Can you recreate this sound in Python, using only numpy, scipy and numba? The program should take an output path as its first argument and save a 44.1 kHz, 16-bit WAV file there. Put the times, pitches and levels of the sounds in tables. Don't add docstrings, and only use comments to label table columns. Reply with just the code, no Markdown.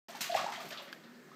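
import sys
import numpy as np
from scipy import signal
from scipy.io import wavfile
from scipy.ndimage import uniform_filter1d
from numba import njit

SR = 44100
rng = np.random.default_rng(int(sys.argv[2]) if len(sys.argv) > 2 else 0)


def volts_from_decibels(level):
    exponent = np.asarray(level, float) / 20
    return 10 ** exponent


def transcribe(u):
    v = np.clip(np.atleast_2d(u).T, -1, 1)
    q = np.round(v * 32767).astype(np.int16)
    wavfile.write(sys.argv[1], SR, q)


N = 59535
TUB_LOW_HZ = 600


def level(x, db):
    return x * volts_from_decibels(db) / np.sqrt(np.mean(x ** 2))


def band(x, hz, width_hz):
    return signal.lfilter(*signal.iirpeak(hz, hz / width_hz, fs=SR), x)


@njit
def rings(start, hz, t60, size, glide, n, sr):
    out = np.zeros(n)
    for g in range(len(start)):
        first, length = int(start[g] * sr), int(t60[g] * sr)
        fade = np.exp(-np.log(1000.) / (length + 1))
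        step = 2 * np.pi * hz[g] / sr
        height, phase = size[g], 0.
        for k in range(max(first, 0), min(first + length, n)):
            out[k] += height * np.sin(phase)
            height *= fade
            phase += step * (1 + glide * (k - first) / length)
    return out


def cloud(s, db, hz, octaves, fade_s, cycles=9.9, rise_s=0.0016, count=2500):
    scatter_db, glide = 2.2, 0.66
    lowest_hz, highest_hz = 120, 15300
    late = 4 * fade_s * rng.random(count)
    pitch = hz * 2 ** (octaves * rng.standard_normal(count))
    t60 = np.minimum(np.log(1000) * cycles / np.pi / pitch, .12)
    size = volts_from_decibels(-scatter_db * np.log(1 - rng.random(count)))
    size = size * np.exp(-late / fade_s) * (1 - np.exp(-late / rise_s))
    size = size * np.sqrt(pitch / hz) * (pitch > lowest_hz) * (pitch < highest_hz)
    power = np.sum(size ** 2 * t60) / (4 * np.log(1000)) / (fade_s / 2)
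    return rings(s + late, pitch, t60, size * volts_from_decibels(db) / np.sqrt(power), glide / cycles, N, 1. * SR)


# start in seconds, level in dB, centre pitch in Hz, spread in octaves,
# fade in seconds.
SPLASH_ROWS = [(.06, -48.5, 2254, 1.303, .15), (0.149, -47, 2890, 1.37, .03),
               (0.206, -32.5, 4500, 0.84, .03), (.24, -40.5, 2630, 0.82, .05),
               (0.312, -42.5, 3900, 0.22, 0.036), (.342, -33, 2080, 0.2, .006),
               (.36, -35, 2600, 0.784, .035), (.41, -43, 1510, 0.95, .05), (0.472, -44, 990, 0.35, .05),
               (0.52, -44, 2480, 0.68, .05), (0.602, -46.5, 2685, 1.13, .05),
               (.704, -43, 2600, 0.73, 0.013), (.722, -42.5, 3440, 0.44, 0.02),
               (.65, -52, 3050, 0.96, 0.072), (0.772, -41.5, 3550, 0.18, 0.017),
               (.795, -49, 1270, 1.23, .04), (0.872, -54, 2480, 0.49, .05), (1.035, -61, 3630, 0.22, .03),
               (1.14, -67, 4530, 0.15, 0.037), (.343, -44, 4260, 0.736, 0.11),
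               (0.518, -51, 5000, .7, 0.083)]


def splashes():
    return sum(cloud(*row) for row in SPLASH_ROWS)


# start in seconds, level in dB, fade in seconds.
SPRAY_ROWS = [(.085, -59.5, 0.059), (.163, -62, 0.057), (.208, -38, 0.032), (.337, -56, 0.091),
              (.46, -70, 0.059), (.6, -56, 0.03), (.653, -56, 0.018), (0.684, -51.5, 0.018),
              (.7, -57.5, .05), (.818, -59.5, 0.043), (.92, -61.5, 0.031)]


def spray():
    return sum(cloud(s, db, 11300, 0.32, fade_s, rise_s=0.0018) for s, db, fade_s in SPRAY_ROWS)


# start in seconds, level in dB, pitch in Hz, fade in seconds.
GURGLE_ROWS = [(.085, -52.5, 660, 0.029), (.462, -51, 4200, .012), (.14, -49, 867, 0.021),
               (.368, -66, 770, .03), (.372, -35.5, 1162, .02), (.4, -57, 850, .03),
               (.472, -41.5, 883, 0.027), (.5, -45, 965, .025), (.523, -46, 1940, .04),
               (0.554, -46, 3020, 0.014), (.575, -46, 668, 0.037), (.6, -51, 1250, 0.026),
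               (.64, -58.5, 680, 0.043), (0.711, -48, 1750, .03), (0.729, -51, 1220, .04),
               (.79, -55.5, 600, .03), (.82, -64, 540, 0.041), (.774, -50, 3560, .015),
               (.87, -57, 1940, .03), (1.071, -60.5, 1430, 0.033), (0.791, -52, 2660, 0.019)]


def gurgles():
    return sum(cloud(s, db, hz, 0.056, fade_s, cycles=10.4, count=24) for s, db, hz, fade_s in GURGLE_ROWS)


# start in seconds, level in dB, pitch in Hz, fade in seconds.
SLOSH_ROWS = [
    (0.201, -51.5, 205, .04),
    (.36, -51.5, 209, 0.067),
    (0.644, -44, 230, 0.0155),
    (.7, -59, 173, 0.045),
]


def slosh():
    return sum(cloud(s, db, hz, 0.504, fade_s, count=60) for s, db, hz, fade_s in SLOSH_ROWS)


def water():
    thin = signal.butter(4, TUB_LOW_HZ, "high", fs=SR, output="sos")
    return signal.sosfilt(thin, splashes() + spray() + gurgles()) + slosh()


# middle in
# seconds, peak in dB, pitch in Hz, length in seconds.
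POCKET_ROWS = [(0.107, -49, 659, 0.032), (0.156, -44, 846, 0.022), (0.305, -30, 691, 0.023),
               (0.331, -30, 675, 0.022), (.344, -31, 720, 0.0031), (0.3532, -17.5, 736, 0.0094),
               (0.361, -25.5, 650, 0.0084), (.376, -33.5, 1018, 0.016), (0.441, -38.5, 700, 0.023),
               (.445, -30, 700, 0.0071), (0.468, -29, 890, 0.012), (.488, -42, 810, 0.048),
               (0.509, -46, 896, 0.022), (.525, -54, 920, 0.0051), (0.538, -47, 1222, 0.025),
               (0.586, -44, 684, 0.023), (0.615, -41, 677, 0.019), (0.607, -41.5, 1230, 0.019),
               (0.667, -62, 660, 0.014), (.718, -46.5, 626, 0.021), (.733, -43.5, 654, 0.017),
               (0.799, -51.5, 600, 0.032), (0.824, -48.5, 572, .02), (0.877, -52, 561, 0.025),
               (1.319, -47.5, 1160, 0.0082), (1.342, -55, 1284, 0.03), (1.073, -53.5, 235, 0.072),
               (1.111, -53.5, 239, 0.087), (1.168, -57, 242.5, 0.1), (1.297, -58.5, 233, 0.044)]


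def pockets(t):
    rise, skew = 0.019, 0.68
    out = np.zeros(N)
    for s, db, hz, length in POCKET_ROWS:
        u = np.clip((t - s) / length + .5, 0, 1)
        swell = np.sin(np.pi * u ** skew) ** 2
        out += volts_from_decibels(db) * swell * np.sin(2 * np.pi * hz * (t - s) * (1 + rise * (u - .5)))
    return out


def thump():
    s, hz, t60, size = np.array([[.352, 108, 0.22, volts_from_decibels(-42.5)]]).T.copy()
    return rings(s, hz, t60, size, 0., N, 1. * SR)


# start in seconds, level in dB, extra level of the lowest rim mode in dB.
TICK_ROWS = [
    (0.9283, -33.5, 1),
    (.9330, -38.5, -22),
]
# pitch in Hz, level in dB, T60 in seconds.
RIM_MODES = [(1624, 0.5, 0.019), (2600, -6, 0.0041), (3240, -2, 0.0062), (3960, -13, 0.0069),
             (4560, -5, 0.0074), (7750, -14, 0.0016), (11700, -32, 0.0012)]


def rim_ticks():
    rows = []
    for s, db, dull_db in TICK_ROWS:
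        for k, (hz, mode_db, t60) in enumerate(RIM_MODES):
            rows.append((s, hz, t60, -volts_from_decibels(db + mode_db + dull_db * (k == 0))))
    s, hz, t60, size = np.array(rows, float).T.copy()
    return signal.lfilter(*signal.butter(3, 1200, "high", fs=SR), rings(s, hz, t60, size, 0., N, 1. * SR))


def walls(send, t):
    t60_s, top_hz, gap_s = 0.5, 8600, .006
    lag = t[:SR // 2]
    tail = rng.standard_normal(len(lag)) * volts_from_decibels(-60 * lag / t60_s) * (lag > gap_s)
    tail = signal.lfilter(*signal.butter(1, top_hz, fs=SR), tail)
    return signal.fftconvolve(send, tail / np.sqrt(np.sum(tail ** 2)))[:N]


# pitch in Hz, level in dB, width in Hz.
FRIDGE_HUMS = [(241.2, -63, 21), (380.5, -66, 22), (562, -83.5, 3.5), (1760, -66.5, 230)]


def fridge():
    return sum(level(band(rng.standard_normal(N), hz, width_hz), db) for hz, db, width_hz in FRIDGE_HUMS)


def walk(rate):
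    k = int(SR / rate)
    return level(uniform_filter1d(uniform_filter1d(rng.standard_normal(N), k), k), 0)


# frequency in Hz, relative level in dB per Hz.
KITCHEN_COLOUR = [(80, -35), (150, -0.5), (400, -5.5), (1100, -15), (1800, -11.5), (2600, -20.5),
                  (8000, -25.5), (14000, -30.5)]


def room_noise():
    flicker_db, flicker_rate_hz = 1.2, 9
    hz, db = np.array(KITCHEN_COLOUR, float).T
    air = np.zeros(N)
    for f in 50 * 2 ** (np.arange(26) / 3):
        band_db = np.interp(np.log(f), np.log(hz), db) + flicker_db * walk(flicker_rate_hz)
        air += volts_from_decibels(band_db) * band(band(rng.standard_normal(N), f, f / 3), f, f / 3)
    return level(air, -58)


def scene():
    t = np.arange(N) / SR
    drops, air = water(), pockets(t)
    tub = rim_ticks() + thump()
    wet = walls(volts_from_decibels(-7.5) * drops + volts_from_decibels(-11) * air + volts_from_decibels(-20) * tub, t)
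    return (drops + air + tub + wet + fridge() + room_noise())[None]


def top_cut(x):
    return signal.sosfilt(signal.butter(12, 15660, fs=SR, output="sos"), x)


def record(dry):
    start_s, fade_in_s, top_hz = .084, 0.00082, 15450
    x = signal.sosfilt(signal.butter(4, 151, "high", fs=SR, output="sos"), dry)
    x = x - 0.72 * band(x, 9760, 4260)
    x = x + level(band(rng.standard_normal(N), 71.6, 80), -88)
    x = x * np.clip((np.arange(N) / SR - start_s) / fade_in_s, 0, 1)
    x = signal.sosfilt(signal.ellip(8, .2, 60, top_hz, fs=SR, output="sos"), x)
    return top_cut(x)


dry = scene()
out = record(dry)
transcribe(out)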